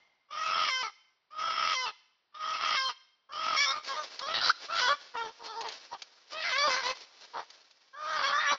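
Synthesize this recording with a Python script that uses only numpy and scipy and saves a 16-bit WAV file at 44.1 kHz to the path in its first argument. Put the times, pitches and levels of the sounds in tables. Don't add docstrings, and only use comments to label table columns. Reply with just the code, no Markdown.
import sys
import numpy as np
from scipy import signal
from scipy.fft import rfft, irfft, next_fast_len
from scipy.io import wavfile
from scipy.ndimage import uniform_filter1d

SR = 44100
rng = np.random.default_rng(int(sys.argv[2]) if len(sys.argv) > 2 else 0)


def persist_wave(psi):
    counts = np.round(np.clip(psi, -1, 1) * 32767).astype(np.int16)
    wavfile.write(sys.argv[1], SR, np.atleast_2d(counts).T)


N = 378370
TIME = np.arange(N) / SR


def from_db(db):
    return 10 ** (np.asarray(db) / 20)


def rms_one(x):
    return x / np.sqrt(np.mean(x ** 2) + 1e-20)


def evened(x, size=1300):
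    return x / np.sqrt(np.abs(uniform_filter1d(x ** 2, size)) + 1e-12)


def automation(rows, t):
    times, *columns = np.transpose(rows)
    return [np.interp(t, times, column) for column in columns]


def ramp(distance_s, length_s):
    return np.clip(1 - distance_s / length_s, 0, 1)


def coloured(x, points):
    size = next_fast_len(len(x) + 2048)
    hz, db = np.transpose(points)
    bins = np.maximum(np.arange(size // 2 + 1) * SR / size, 1)
    gain = from_db(np.interp(np.log(bins), np.log(hz), db))
    return irfft(rfft(x, size) * gain, size)[:len(x)]


def butter(x, hz, kind, order=2):
    return signal.sosfilt(signal.butter(order, hz, kind, fs=SR, output="sos"), x)


def resonance(x, hz, width_hz, size=128):
    r = np.exp(-np.pi * width_hz / SR)
    centre = 2 * np.pi * np.broadcast_to(hz, x.shape) / SR
    zeros = np.array([1, 0, -1]) * (1 - r * r) / 2
    out, state = np.zeros(len(x)), np.zeros(2)
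    for i in range(0, len(x), size):
        poles = [1, -2 * r * np.cos(centre[i]), r * r]
        out[i:i + size], state = signal.lfilter(zeros, poles, x[i:i + size], zi=state)
    return out


def flutter(rate_hz):
    return rms_one(butter(rng.standard_normal(N), rate_hz, "low"))


def sway(depth_db, per_s):
    knots = np.arange(0, TIME[-1] + 1, 1 / per_s)
    return np.interp(TIME, knots, from_db(depth_db * rng.standard_normal(len(knots))))


# (frequency [Hz], gain [dB])
NIGHT_EQ = [(50, -15), (300, -4.5), (1000, 1), (2100, -2.5), (5000, -4.5), (6500, -45.5)]
def night_air(level_db=-80):
    return from_db(level_db) * rms_one(coloured(rng.standard_normal(N), NIGHT_EQ))


def dying_echo(level_db=-65, t60=1.0, ring_db=22):
    wash = coloured(rng.standard_normal(N), CRY_EQ)
    wash = wash + from_db(ring_db) * resonance(wash, hz=2100, width_hz=31)
    return rms_one(wash) * from_db(level_db) * np.exp(-np.log(1000) * np.minimum(TIME / t60, 10))


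# (delay [s], level before EQ [dB])
REFLECTIONS = [(.0031, -26), (.0074, -14), (0.0112, -13)]
def yard(x, t60=0.71, tail_db=-25, near_t60=0.029, near_db=-18):
    age = TIME[:int(1.5 * SR)]
    fade_in = np.minimum(age / 0.043, 1)
    response = np.zeros(len(age))
    for decay_s, db in (t60, tail_db), (near_t60, near_db):
        scatter = rng.standard_normal(len(age)) * np.exp(-np.log(1000) * age / decay_s) * fade_in
        response += from_db(db) * scatter / np.sqrt(np.sum(scatter ** 2))
    for delay_s, db in REFLECTIONS:
        response[int(delay_s * SR)] += from_db(db)
    reverb_eq = [(200, -5.5), (900, -1.5), (1300, -4), (2100, 7), (3200, 7), (4700, 4.5), (6000, 4.5)]
    return x + signal.fftconvolve(x, coloured(response, reverb_eq))[:N]


# (time [s], level [dB])
RUSTLE_BED = [(3.82, -46), (4.55, -56), (5.3, -57), (6.2, -61), (7.35, -60), (7.9, -68)]
# (time [s], level [dB], half length [s])
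STROKES = [(3.861, -42.5, 0.079), (4.037, -39, 0.019), (4.14, -47.5, 0.02), (4.641, -41.5, 0.034),
           (5.028, -52, 0.03), (5.457, -43, 0.019), (5.731, -44, 0.034), (5.832, -51.5, 0.048),
           (6.33, -44.5, 0.024), (6.968, -53, 0.035), (7.026, -49, 0.026), (7.239, -50.5, 0.032),
           (7.545, -54.5, 0.048)]
# (frequency [Hz], gain [dB])
LEAF_EQ = [(50, -41.5), (120, -22.5), (270, -7.5), (480, 1.5), (1400, 1.5), (2200, -1.5), (3200, -0.5),
           (4550, 3.5), (5700, 1.5), (6900, -16.5)]
def scuffle(crackles_per_s=1500, swish=0.95, flap_db=2.0, trim_db=-1):
    bed_db, = automation(RUSTLE_BED, TIME)
    fade_in = np.clip((TIME - RUSTLE_BED[0][0]) / 0.059, 0, 1)
    strokes = sum(from_db(db) * np.exp(-np.minimum(((TIME - time) / half_s) ** 2, 20))
                  for time, db, half_s in STROKES)
    sizes = from_db(3 * np.minimum(rng.exponential(1, N), 4)) * rng.choice([-1, 1], N)
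    crackle = rms_one(sizes * (rng.random(N) < crackles_per_s / SR))
    rustle = coloured(crackle + swish * rng.standard_normal(N), LEAF_EQ)
    rustle = rms_one(rustle * from_db(flap_db * flutter(29)))
    return fade_in * from_db(trim_db) * np.hypot(from_db(bed_db), strokes) * rustle


# (time [s], level [dB], time to fall 60 dB [s])
SNAPS = [(3.845, -34.5, 0.056), (4.0426, -39, 0.044), (4.1909, -25, 0.043), (5.6067, -29, 0.074),
         (5.667, -35, 0.039), (5.6848, -28.5, 0.062), (5.72, -34, 0.046), (6.0188, -25, 0.038),
         (7.003, -48, 0.037), (7.5014, -38, 0.044), (7.7085, -48.5, 0.066)]
# (frequency [Hz], gain [dB])
TWIG_EQ = [(100, -20), (500, -10.5), (1200, -1.5), (2000, 1.5), (3300, 4.5), (4600, 10.5), (5800, -1.5),
           (6500, 2), (7100, -17)]
def snaps(attack_s=.003, trim_db=-4):
    envelope = np.zeros(N)
    for time, level_db, t60 in SNAPS:
        age = np.maximum(TIME - time, 0)
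        decay = np.exp(-np.log(1000) * np.minimum(age / t60, 10))
        envelope += from_db(level_db + trim_db) * np.minimum(age / attack_s, 1) * decay
    return envelope * rms_one(coloured(rng.standard_normal(N), TWIG_EQ))


# (time [s], pitch [Hz], rise [Hz/s], peak [dB], half length [s])
YELP = (4.501, 1350, 34000, -13.5, .0052)
def yelp():
    time, hz, rise_hz_per_s, peak_db, half_s = YELP
    t = TIME - time
    envelope = from_db(peak_db) * np.exp(-(t / half_s) ** 2)
    return envelope * np.sin(2 * np.pi * (hz + rise_hz_per_s * t / 2) * t)


# (start [s], end [s], first centre [Hz], last centre [Hz], level [dB])
SHRIEKS = [(3.573, 3.646, 3345, 3477, -32), (3.651, 3.732, 3540, 3830, -37.5),
           (4.809, 4.951, 3370, 3426, -37.5), (8.241, 8.302, 3415, 3400, -43),
           (8.319, 8.456, 3514, 3717, -44.5), (8.456, 8.546, 3790, 3940, -41.5)]
def shrieks(pulses, width_hz=120):
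    out = np.zeros(N)
    for start, end, first_hz, last_hz, level_db in SHRIEKS:
        span = (TIME >= start) & (TIME <= end)
        glide = np.linspace(first_hz, last_hz, span.sum())
        ring = resonance(resonance(pulses[span], glide, width_hz), glide, width_hz)
        out[span] += from_db(level_db) * evened(ring) * signal.windows.tukey(span.sum(), .5)
    return out


# (time [s], rate [Hz], depth at full roughness [dB])
RATTLE = [(.42, 64, -1), (.52, 85, 9.5), (.6, 85, 4), (.69, 85, 3), (1.5, 42.5, 2.5), (1.68, 83, 7.5),
          (2.5, 46, -1.5), (2.64, 80, 6.5), (2.74, 52, 3), (3.38, 62.3, -5), (3.5, 48, 7), (3.65, 90.7, 7),
          (8.5, 89.4, 2)]
def throb(rough, wander=.14):
    rate_hz, depth_db = automation(RATTLE, TIME)
    beat = np.cos(2 * np.pi * np.cumsum(rate_hz * (1 + wander * flutter(29.4))) / SR)
    return from_db(depth_db * rough * beat)


# (time [s], throat band dip [dB], overtone dip [dB])
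CATCHES = [(.665, 8, 1), (1.55, 6.5, 2), (2.385, 6.5, 10), (2.588, 8, 4.5), (3.952, 5.5, 0.5),
           (4.403, 1, 5), (5.548, 4.5, 1), (5.633, 6, 4.5), (6.427, 4, 1), (6.82, 9.5, 5)]
# (burst time [s], throat band cut [dB], overtone cut [dB])
LEAD_INS = [(.309, 13.5, 21), (1.383, 5.5, 11.5), (2.347, 17.5, 21), (3.325, 2, 14)]
def squawk_envelope(t, start, end, release_s, attack_s=0.0099, edge_db=20.5, catch_s=0.023, burst_s=.006):
    dips = sum(np.outer(dips_db, np.exp(-((t - time) / catch_s) ** 2)) for time, *dips_db in CATCHES)
    held_back = sum(np.outer(cuts_db, 1 - ramp(np.maximum(burst - t, 0), burst_s))
                    for burst, *cuts_db in LEAD_INS if start < burst < end)
    dip_db, overtone_dip_db = dips + held_back
    edges = ramp(t - start, attack_s) + ramp(end - t, release_s)
    closing = ramp(end - t, length_s=0.18)
    boom_db, dull_db = 5 * closing, 11.5 * closing
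    return boom_db - edge_db * edges - dip_db, dip_db - overtone_dip_db - dull_db


def rasp_course(age, left, swell_s, level_db, first_hz, full_hz, rough, doubling, middle_db, top_db,
                brightening_db, swell_db=24, scoop_s=.055, droop=.08, droop_s=.05):
    to_go = left / (age + left)
    lack_db = swell_db * np.exp(-age / swell_s)
    pitch = full_hz + (first_hz - full_hz) * np.exp(-age / scoop_s)
    pitch = pitch * (1 - droop * (1 - to_go) * np.exp(-left / droop_s))
    bright_db = 0.47 * lack_db - brightening_db * to_go
    return (pitch, rough * (1 - 0.2523 * to_go), doubling * from_db(-lack_db),
            level_db - lack_db, middle_db + bright_db, top_db + bright_db)


def note_course(age, left, level_db, first_hz, hz, last_hz, rough, doubling, middle_db, top_db,
                bend_s=.02, sag_hz_per_s=90, slide_share=.4, fray_share=0.42, fray_hz=75, frayed=0.6905):
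    slide = np.clip(1 - left / (age + left) / slide_share, 0, 1)
    held_hz = hz + (first_hz - hz) * np.exp(-age / bend_s) - sag_hz_per_s * age
    pitch = held_hz * (1 - slide) + last_hz * slide
    fray = np.minimum(slide / fray_share, 1) * min(abs(hz - last_hz) / fray_hz, 1)
    return pitch, rough + max(frayed - rough, 0) * fray, doubling, level_db, middle_db, top_db


# (start [s], end [s], swell [s], release [s], level [dB],
# first pitch [Hz], full pitch [Hz], roughness [0-1], doubling [0-1], middle overtones [dB],
# top overtones [dB], brightening [dB], neck pose)
SQUAWKS = [ (0.28, 0.907, 0.09, 0.041, -30, 544.7, 643, 0.82, 0.1, -3, -7, 11.5, "rasping"),
           (1.3, 1.921, 0.057, 0.033, -31.5, 560, 654.7, 0.82, 0.64, -3, -6.5, 11.5, "rasping"),
           (2.316, 2.931, 0.063, 0.03, -33.5, 557, 640, 0.85, 0, 0, -4, 14.5, "rasping"),
           (3.285, 3.821, 0.078, 0.046, -31, 506.4, 655.4, 0.76, 0.22, -7.5, -10.5, 3.5, "rasping"),
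           (3.873, 4.057, 0.0076, 0.061, -43, 565.2, 481.5, 0.89, 0, -7, 3, -17, "slack"),
           (4.189, 4.511, 0.02, 0.0043, -37, 441.3, 686.4, .7, 0.6, -21, -4, 11, "slack"),
           (4.679, 4.954, 0.011, 0.028, -34.5, 558, 730, 0.76, 0.33, 5, 4.5, 24.5, "pinched"),
           (5.135, 5.322, 0.0055, 0.047, -37.5, 490.4, 564.3, 0.67, 0, -9, -32, 9, "hunched"),
           (5.387, 5.733, 0.0082, 0.072, -48.5, 484.4, 460.5, 0.9, 0.1, -10, 2, 28, "slack"),
           (5.906, 5.975, 0.0077, 0.029, -42.5, 449.7, 594.4, 0.82, 0.14, -2, 1.5, 14, "slack"),
           (6.316, 6.939, 0.0097, 0.029, -42, 561.5, 692, 0.64, 0.11, 6, 1.5, 15, "gasping"),
           (7.328, 7.438, 0.0094, 0.044, -40, 476.4, 461.4, 0.95, 0, 0, 0, 14, "slack"),
           (7.926, 8.564, 0.1, 0.033, -31.5, 514, 636, 0.64, 0.76, -6.5, -9, 19, "wailing")]
# (time [s], level [dB], first pitch [Hz], held pitch [Hz], last pitch [Hz],
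# roughness [0-1], doubling [0-1], middle overtones [dB], top overtones [dB], neck pose)
NOTES = [ (.697, -38, 523.5, 522.5, 512.3, .15, 0.01, 5.5, 1, "upright"),
         (.825, -40, 475, 427.3, 384, 0.65, 0, 2, -1, "slack"),
         (1.745, -38, 526.7, 516.2, 501, 0.18, 0.01, 2.5, 0.5, "upright"),
         (1.855, -40.5, 469.8, 430, 403.8, 0.62, 0.33, 4.5, 0, "slack"),
         (2.765, -38, 529, 533.6, 522.5, 0.26, 0.02, 8.5, 5, "upright"),
         (2.885, -40.5, 508, 490.3, 465, .75, 0.3, 5, 5.5, "rasping"),
         (3.565, -38.5, 525, 579, 566.5, 0.4, 0.1, 8.5, 6.5, "gaping"),
         (3.654, -36.5, 557, 529, 535.4, 0.58, 0.46, -2, 2, "reaching"),
         (3.728, -40.5, 633.7, 600.7, 577, 0.65, 0.5, -4, -6, "slack"),
         (3.886, -37.5, 549.5, 550, 424, 0.34, 0.33, -6, -7, "slack"),
         (3.96, -38, 636.4, 605.4, 512.4, .36, 0.56, -7.5, -6.5, "slack"),
         (4.222, -39.5, 536.5, 561.7, 649.1, .33, 0.15, -8, -4, "slack"),
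         (4.285, -35.5, 613.7, 665.6, 660, 0.57, 0.13, -6, -12, "rasping"),
         (4.337, -40, 658.6, 659, 645, 0.93, 0.35, 7, 6, "stretched"),
         (4.41, -37, 683, 738.6, 751, 0.87, 0.5, 3, 9.5, "screeching"),
         (4.447, -38.5, 514.3, 508.5, 504, 0.73, 0.4, 6.5, 13.5, "screeching"),
         (4.81, -32, 500.8, 504.2, 484.7, 0.44, 0.09, -1, -0.5, "pinched"),
         (4.885, -28.5, 551.2, 580, 589.6, 0.4, 0.18, -3, -6, "pinched"),
         (5.165, -36.5, 444.3, 472.8, 455.1, 0.3, 0.04, -6.5, -14.5, "hunched"),
         (5.229, -44, 449.3, 440.3, 530, 0.58, 0.16, -3.5, -5, "slack"),
         (5.484, -44, 440.6, 447.3, 440, 0.51, 0.1, -20, -6, "slack"),
         (5.52, -40.5, 423, 411.2, 394.5, 0.48, 0.08, -17, -14, "slack"),
         (5.557, -38.5, 450, 462.7, 476, 0.39, 0.11, -20, -13, "slack"),
         (5.612, -39, 441.3, 399, 369.3, 0.63, 0.7, -11, -9.5, "slack"),
         (5.642, -39.5, 493, 438, 411, 0.61, 0.5, -2.5, -6.5, "slack"),
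         (5.692, -42.5, 440.6, 430.3, 420.7, 1, 0.5, 9, -7, "slack"),
         (5.943, -44, 398.4, 378.2, 365, 0.56, 0.05, -4, -13.5, "slack"),
         (6.435, -39.5, 656.6, 689, 639, 0.8, 0.01, 3.5, -1, "choked"),
         (6.52, -35.5, 477.3, 539, 556.2, 0.38, 0.12, 2, -5.5, "choked"),
         (6.577, -32, 553.7, 584, 576.5, 0.36, 0.06, -1, -0.5, "twisted"),
         (6.634, -27, 587.6, 606, 547.2, 0.36, 0.29, -11.5, -7.5, "twisted"),
         (6.69, -32, 520, 518.7, 493.4, 0.55, 0.34, -3.5, -3, "choked"),
         (6.757, -36, 531, 537.4, 442.7, 0.7, 0.34, -2.5, -3, "choked"),
         (6.835, -37, 475.4, 516.5, 537.4, 0.59, 0.13, 3.5, 3, "slack"),
         (8.186, -33.5, 589.5, 553.4, 534.6, 0.83, 0.28, -8, -9.5, "wailing"),
         (8.233, -32, 513, 583, 544, 0.5, 0.36, -2, -6, "wailing"),
         (8.291, -32.5, 559.5, 568, 574, 0.87, 0.59, -6.5, -9, "wailing"),
         (8.322, -28.5, 572.6, 587.8, 613.3, 0.5, 0.34, -12, -15.5, "craning"),
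         (8.397, -36.5, 612, 624, 638, 0.85, 0.9, 2.5, -6.5, "craning"),
         (8.459, -32.5, 565, 576, 578, 0.47, 0.34, 4, -4, "craning"),
         (8.515, -30.5, 593.3, 583.4, 545, 0.75, 0.5, -4, -1.5, "wailing")]
NECK_POSES = {"rasping": [(2170, 3.5), (2800, 2.5), (3280, 1), (5300, 8)], "upright": [(1580, 2.5),
              (2110, 4.5), (3160, 1), (5200, 1.5)], "gaping": [(1730, 8), (2300, 0), (3470, 4),
              (5400, 6.5)], "reaching": [(1270, 3), (2200, -5.5), (3700, 9.5), (5400, 14)],
              "stretched": [(1850, 12), (2900, 9), (3850, 18), (4300, 8)], "screeching": [(1450, 24),
              (4050, 20.5), (4620, 16.5), (5150, 16)], "pinched": [(1490, -2), (3430, -10.5), (4050, 1.5),
              (4550, -12.5)], "hunched": [(1380, 11), (1860, 12.5), (3240, -12), (4700, -18)],
              "gasping": [(1950, 5), (2600, 8), (3400, -6.5), (4500, -3)], "twisted": [(1900, -19.5),
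              (2320, 9.5), (3470, 5), (4620, 11)], "choked": [(1560, 14), (2060, 10.5), (4150, -8.5),
              (4650, -21)], "wailing": [(1600, 5.5), (2200, -1.5), (3400, 0.5), (4500, -3)],
              "craning": [(1450, 7), (1900, 23.5), (2380, 13), (4450, -12)], "slack": [(1250, -4),
              (2050, 3), (3400, -3), (4350, -3)]}
def voice_controls(crack_s=.012):
    parts = [(start, rasp_course, [swell_s, *rest]) for start, _, swell_s, _, *rest in SQUAWKS]
    parts += [(start, note_course, rest) for start, *rest in NOTES]
    edges = np.array([part[0] for part in parts] + [squawk[1] for squawk in SQUAWKS])
    rows = []
    for start, course, (*shape, pose) in sorted(parts, key=lambda part: part[0]):
        end = edges[edges > start].min()
        t = np.linspace(start + crack_s / 2, end - crack_s / 2, 40)
        curves = course(t - start, end - t, *shape)
        rows.append(np.column_stack(np.broadcast_arrays(t, *curves, *np.ravel(NECK_POSES[pose]))))
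    return np.array(automation(np.vstack(rows), TIME))


def syrinx(pitch, rough, doubling, jitter=.075, stumble=.024, odd_db=-5, blur_db=15, rasp=1.34):
    cycle_hz = pitch * (1 + jitter * rough ** 2 * flutter(300) + stumble * rough ** 1.5 * flutter(24.81))
    phase = 2 * np.pi * np.cumsum(cycle_hz) / SR + .018 * flutter(400)
    overtones = sum(from_db(odd_db * (k % 2)) * sway(depth_db=6, per_s=22) * np.cos(k * phase)
                    for k in range(3, 16))
    pulses = from_db(-10) * (np.cos(2 * phase) + from_db(-1 - blur_db * rough ** 4) * overtones)
    pulses = pulses * (1 + doubling * np.cos(phase / 2))
    puffs = rms_one(butter(rng.standard_normal(N), 5000, "low") * (1 + np.cos(phase)) ** 2)
    hiss = (0.19 + 0.5 * rough) * butter(puffs, 4340, "high", order=8)
    fundamental = from_db(-10 * (2.5 - rough)) * np.cos(phase)
    return pulses + rasp * rough ** 3 * puffs + hiss, fundamental


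# (frequency [Hz], gain [dB])
CRY_EQ = [(40, -12), (300, -5.5), (470, -4.5), (620, 1), (770, 2), (950, 4), (1600, -4), (2100, -3),
          (2550, -5.5), (3250, 2.5), (3550, -4), (3780, -7.5), (4150, -5.5), (5400, -8), (5850, -5.5),
          (6200, -20), (7000, -27)]
# (resonance [Hz], width [Hz], resonance gain [dB], fundamental gain [dB])
THROATS = [(1285, 110, 21, 9), (1278, 61, 22, 8), (1266, 126, 20.5, 7.5), (1297, 94, 16, 7),
           (1040, 2200, 22.5, 11), (1303, 89, 4, 9.5), (1396, 138, 15, 9.5), (1300, 150, -3, 13),
           (884.4, 780, 11.5, 17), (924, 190, 8.5, 6.5), (1294, 1100, 1, 12.5), (1010, 1400, 27.5, 9.5),
           (1270.5, 343, 12.5, 12)]
NECK_WIDTHS = (140, 177, 240, 406)
def hen(chest_db=-2.0, rattle_db=2.34, upper_rattle_db=2.5, damping_db=15, damping_s=0.13):
    controls = voice_controls()
    pitch, rough, doubling = controls[:3]
    rough = np.clip(rough, 0, 1)
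    pulses, fundamental = syrinx(pitch, rough, doubling)
    beat = throb(rough)
    rattle = beat * from_db(rattle_db * rough * flutter(180))
    upper_rattle = np.sqrt(beat) * from_db(upper_rattle_db * rough * flutter(63))
    out = np.zeros(N)
    for (start, end, _, release_s, *_), (hz, width_hz, peak_db, fundamental_db) in zip(SQUAWKS, THROATS):
        span = (TIME >= start) & (TIME <= end)
        level_db, middle_db, top_db, *neck = controls[3:, span]
        envelope_db, beak_db = squawk_envelope(TIME[span], start, end, release_s)
        air = coloured(pulses[span] + from_db(chest_db + fundamental_db) * fundamental[span], CRY_EQ)
        neck_ring = sum(from_db(db) * resonance(air, centre, width)
                        for centre, width, db in zip(neck[::2], NECK_WIDTHS, neck[1::2]))
        closing = ramp(end - TIME[span], damping_s)
        air = air + from_db(-damping_db * closing) * neck_ring
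        air = air + from_db(peak_db) * resonance(air, hz, width_hz)
        throat = evened(butter(air * rattle[span], 1655, "low", order=8))
        middle = evened(butter(air * upper_rattle[span], [1750, 3700], "band", order=6))
        top = evened(butter(air * upper_rattle[span], 3726, "high", order=8))
        cry = throat + from_db(middle_db + beak_db) * middle + from_db(top_db + beak_db) * top
        out[span] += from_db(level_db + envelope_db) * cry * signal.windows.tukey(span.sum(), .02)
    return out + shrieks(pulses)


def scene(hen_db=0.3):
    air = night_air()
    struggle = yard(from_db(hen_db) * hen() + yelp() + scuffle())
    return (struggle + snaps() + dying_echo() + air)[None]


def record(dry):
    return signal.sosfilt(signal.ellip(10, .1, 70, 7300, fs=SR, output="sos"), dry)


dry = scene()
out = record(dry)
persist_wave(out)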